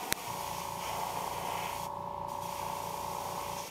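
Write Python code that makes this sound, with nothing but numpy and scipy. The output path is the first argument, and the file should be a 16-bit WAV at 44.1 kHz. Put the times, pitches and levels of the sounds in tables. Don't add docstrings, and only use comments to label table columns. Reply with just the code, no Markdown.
import sys
import numpy as np
from scipy import signal
from scipy.fft import rfft, irfft, next_fast_len
from scipy.io import wavfile
from scipy.ndimage import map_coordinates

SR = 44100
rng = np.random.default_rng(int(sys.argv[2]) if len(sys.argv) > 2 else 0)


def transcribe(signal):
    frames = np.atleast_2d(signal).T
    limited = np.clip(frames, -1, 1)
    pcm = np.round(limited * 32767).astype(np.int16)
    wavfile.write(sys.argv[1], SR, pcm)


N = 163170
T = np.arange(N) / SR


def from_db(db):
    return 10 ** (np.asarray(db) / 20)


def rms_one(x):
    return x / np.sqrt(np.mean(x ** 2) + 1e-20)


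def level(rows):
    return from_db(np.interp(T, *np.transpose(rows)))


def drift(rate_hz):
    r = np.exp(-2 * np.pi * rate_hz / SR)
    return rms_one(signal.lfilter([1], [1, -2 * r, r * r], rng.standard_normal(N + SR))[SR:])


def noise(colour):
    hz, db = np.transpose(colour)
    size = next_fast_len(N)
    bins = np.maximum(np.fft.rfftfreq(size, 1 / SR), 1)
    gain = from_db(np.interp(np.log(bins), np.log(hz), db))
    return rms_one(irfft(rfft(rng.standard_normal(size)) * gain, size)[:N])


def band(x, low_hz, high_hz):
    return signal.sosfilt(signal.butter(2, [low_hz, high_hz], "band", fs=SR, output="sos"), x + 1e-18)


def tone(cycles):
    return np.sqrt(2) * np.sin(2 * np.pi * (cycles + rng.random()))


MAINS_HZ = 60
# frequency in Hz, relative level in dB.
ROOM_COLOUR = [(25, -68), (60, -20), (180, 6.5), (400, -6), (650, 2.5), (900, -1), (1300, -17),
               (2000, -16.5), (3600, -16.5), (5000, -21), (9000, -31), (15500, -28)]
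def room():
    return from_db(-53) * noise(ROOM_COLOUR) + from_db(-67.5) * tone(MAINS_HZ * T)


# time in seconds, relative height.
SNAP_SPIKES = [(.12492, .35), (.125, 1.0), (.12549, 1.0)]
def snap(width_s=.000017):
    spikes = sum(height * np.exp(-.5 * ((T - s) / width_s) ** 2) for s, height in SNAP_SPIKES)
    bass_cut = signal.butter(1, 69, "high", fs=SR, output="sos")
    return -from_db(-1.5) * signal.sosfilt(bass_cut, spikes + 1e-18)


# multiple of the mains frequency, level in dB.
BUZZ_TONES = [(2, -52), (16, -41)]
def starting_buzz(peak_s=.301, width_s=.022):
    swell = np.exp(-.5 * ((T - peak_s) / width_s) ** 2)
    return swell * sum(from_db(db) * tone(round(k) * MAINS_HZ * T) for k, db in BUZZ_TONES)


TURNS_PER_S = 28.83
# time in seconds, how late it runs in seconds (minus is early).
MOTOR_LAG = [(.35, -.0019), (.55, -.0012), (.8, -.00075), (1.15, -.00025), (1.5, 0), (2.15, .00005),
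             (2.5, -.0005), (2.95, -.00075), (3.2, -.00055), (3.6, .0006)]
def motor_lag(times):
    return np.interp(times, *np.transpose(MOTOR_LAG))


# multiple of the turning rate, level in dB, its partner's level in dB.
HUM_TONES = [(2, -64, -70), (3, -58.5, -69), (4, -61, -64.5), (5, -57.5, -66.5), (6, -59.5, -58)]
def hum(turns, poles=4, throb_start_s=.009, stagger_s=.02):
    throb_hz = 2 * MAINS_HZ - poles * TURNS_PER_S
    out = 0
    for k, db, partner_db in HUM_TONES:
        cycles = round(k) * turns + rng.random()
        throbs = throb_hz * (T - throb_start_s - round(k) * stagger_s)
        out += from_db(db) * np.sin(2 * np.pi * cycles)
        out += from_db(partner_db) * np.sin(2 * np.pi * (cycles + throbs))
    return np.sqrt(2) * out


# seconds after the main knock, relative level in dB.
TURN_KNOCKS = [(0, 0), (.00634, -6.7), (.01159, -6.5), (.01808, -4), (.02106, -2.3), (.02757, -5.2)]
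def knocks(first_s=.30412, jitter_s=.00001, spread_db=.8):
    turn_times = first_s + np.arange(-2, N / SR * TURNS_PER_S) / TURNS_PER_S
    turn_times += motor_lag(turn_times)
    clicks = np.zeros(N)
    for delay, db in TURN_KNOCKS:
        chance = rng.standard_normal((len(turn_times), 2))
        at = np.round((turn_times + delay + jitter_s * chance[:, 0]) * SR).astype(int)
        clicks[at[at < N]] += from_db(.6 + db + spread_db * chance[at < N, 1])
    return clicks


# frequency in Hz, width in Hz, boost in dB.
HOUSING_NOTES = [(901.6, 78.7, 13.2), (970, 72, 10.4), (1060, 66, -5)]
def piston(cushion_hz=1210):
    clicks = knocks()
    housing = sum(from_db(db) * band(clicks, hz - width / 2, hz + width / 2)
                  for hz, width, db in HOUSING_NOTES)
    body = from_db(-21) * band(clicks, low_hz=190, high_hz=760)
    return signal.sosfilt(signal.butter(6, cushion_hz, fs=SR, output="sos"), housing + body)


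# multiple of the turning rate, level in dB.
DRONE_TONES = [(9, -67), (12, -63.5), (13, -59.5), (14, -62.5), (18, -68), (19, -57), (23, -67), (38, -65),
               (60, -72.5)]
# time in seconds, level in dB.
WHINE_LEVEL = [(.3, -52.5), (1.5, -51), (2.3, -48.5), (3.0, -49.5), (3.6, -48)]
def compressor(on_s=.265, rise_s=.035, off_s=3.605, fade_s=.13):
    fade_in = np.clip((T - on_s) / rise_s, 0, 1)
    fade_out = np.clip(1 - (T - off_s) / fade_s, 0, 1) ** 2
    turns = TURNS_PER_S * (T - motor_lag(T))
    drone = sum(from_db(db) * tone(round(k) * turns) for k, db in DRONE_TONES)
    whine = level(WHINE_LEVEL) * tone(20 * turns)
    return fade_in * fade_out * (piston() + hum(turns) + drone + whine)


# delay in seconds, relative level in dB.
BENCH_ECHOES = [(.00085, -15), (.0012, -42), (.0019, -25.5), (.0025, -19), (.0046, -10.5)]
def add_bench_echoes(x, sway_share=.0486, sway_hz=.46):
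    out = x.copy()
    for delay, db in BENCH_ECHOES:
        lag = delay * SR * (1 + sway_share * drift(sway_hz))
        out += from_db(db) * map_coordinates(x, [np.arange(N) - lag], order=3)
    return out


# time in seconds, level in dB.
WHISTLE_LEVEL = [(1.74, -85), (1.82, -55.5), (1.87, -60), (1.9, -97), (2.39, -99), (2.43, -58), (2.52, -68),
                 (2.58, -63), (2.7, -71), (2.8, -90)]
def whistle(pitch_hz=3320, width_hz=75):
    low, high = pitch_hz - width_hz / 2, pitch_hz + width_hz / 2
    note, octave = (rms_one(band(rng.standard_normal(N), k * low, k * high)) for k in (1, 2))
    return level(WHISTLE_LEVEL) * (note + from_db(-5) * octave)


# time in seconds, level in dB.
RUSH_LEVEL = [(0, -43), (.07, -41.5), (.25, -46.5), (.5, -46.5), (.77, -53), (.89, -39.5), (1.13, -41.5),
              (1.25, -41.5), (1.4, -44.5), (1.52, -40.5), (1.66, -43), (1.8, -50.5), (1.9, -49.5),
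              (2.3, -54.5), (2.49, -65), (2.62, -44.5), (2.96, -48), (3.39, -43), (3.7, -60)]
HOLLOW_LEVEL = [(0, -57), (.06, -47), (.15, -53.5), (.85, -68), (1.2, -50.5), (1.52, -51), (1.7, -70),
                (2.5, -66), (2.85, -55), (3.12, -55), (3.4, -57)]
# frequency in Hz, relative level in dB.
RUSH_COLOUR = [(100, -63), (280, -24.5), (400, -11.5), (600, -10), (740, 0), (850, -0.5), (980, -5),
               (1110, -6.5), (1230, -16.5), (1600, -23), (3000, -38)]
HOLLOW_COLOUR = [(100, -36), (220, -17), (330, -6.5), (480, -4), (700, -21), (1500, -58)]
def spray_rush():
    return level(RUSH_LEVEL) * noise(RUSH_COLOUR) + level(HOLLOW_LEVEL) * noise(HOLLOW_COLOUR)


# time in seconds, level in dB.
HISS_LEVEL = [(0, -47.5), (.35, -46.5), (.62, -47), (.74, -49.5), (.87, -46.5), (1.35, -48), (1.855, -47),
              (1.895, -65.5), (2.268, -75), (2.288, -52), (2.405, -56.5), (2.425, -49), (3.1, -49),
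              (3.68, -48), (3.7, -55)]
RASP_LEVEL = [(0, -50.5), (.4, -51.5), (.62, -51), (.74, -57), (.865, -43.5), (1.0, -52.5), (1.35, -50.5),
              (1.5, -46.5), (1.67, -43.5), (1.78, -53.5), (1.85, -57), (1.9, -71), (2.4, -62), (2.47, -57),
              (2.58, -51), (2.85, -57.5), (3.25, -57.5), (3.45, -51.5), (3.7, -54.5)]
SPIT_LEVEL = [(.2, -69), (.6, -52.5), (.73, -62), (.85, -51), (1.05, -66), (1.8, -90), (2.4, -90),
              (2.5, -62.5), (3.56, -58), (3.595, -46.5), (3.62, -53), (3.68, -49.5), (3.7, -75)]
# frequency in Hz, relative level in dB.
HISS_COLOUR = [(40, -11), (300, -8), (1500, -4), (2400, -.5), (3200, -.5), (4100, -2.5), (5500, 0),
               (7000, 0), (7700, -4.5), (8700, -1.7), (10500, -4), (12300, -2.5), (13600, -4.8),
               (14500, -4.3), (15700, -9)]
RASP_COLOUR = [(100, -11), (400, -8.5), (900, 1.5), (1600, -4), (2150, 2), (2500, 3), (3100, 2),
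               (4000, -22), (5800, -16), (9000, -57)]
SPIT_COLOUR = [(1500, -27), (3000, 3), (4800, 4.5), (5500, 12), (6500, 10.5), (7500, -10), (12000, -31)]
def airbrush(jet_flutter_db=.4, rush_flutter_db=1, flutter_hz=25):
    hiss = level(HISS_LEVEL) * noise(HISS_COLOUR)
    rasp = level(RASP_LEVEL) * noise(RASP_COLOUR)
    spit = level(SPIT_LEVEL) * noise(SPIT_COLOUR)
    rush = spray_rush()
    jet_flutter = from_db(jet_flutter_db * drift(flutter_hz))
    rush_flutter = from_db(rush_flutter_db * drift(flutter_hz))
    return (hiss + rasp + spit) * jet_flutter + rush * rush_flutter + whistle()


def scene():
    mono = room() + add_bench_echoes(airbrush()) + compressor() + starting_buzz() + snap()
    return np.array([mono, mono])


def record(dry, threshold_db=-21, max_cut_db=9, recover_db_per_s=174, attack_s=.0061, top_hz=15680):
    level_db = 20 * np.log10(np.abs(dry).max(axis=0) + 1e-9)
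    cut_db = np.clip(level_db - threshold_db, 0, max_cut_db)
    recovery_db = recover_db_per_s * T
    held_db = np.maximum.accumulate(cut_db + recovery_db) - recovery_db
    r = np.exp(-1 / (attack_s * SR))
    smooth_cut_db = signal.lfilter([1 - r], [1, -r], held_db)
    treble_cut = signal.firwin(301, top_hz, fs=SR)
    return signal.fftconvolve(dry * from_db(-smooth_cut_db), treble_cut[None], "same", axes=1)


dry = scene()
out = record(dry)
transcribe(out)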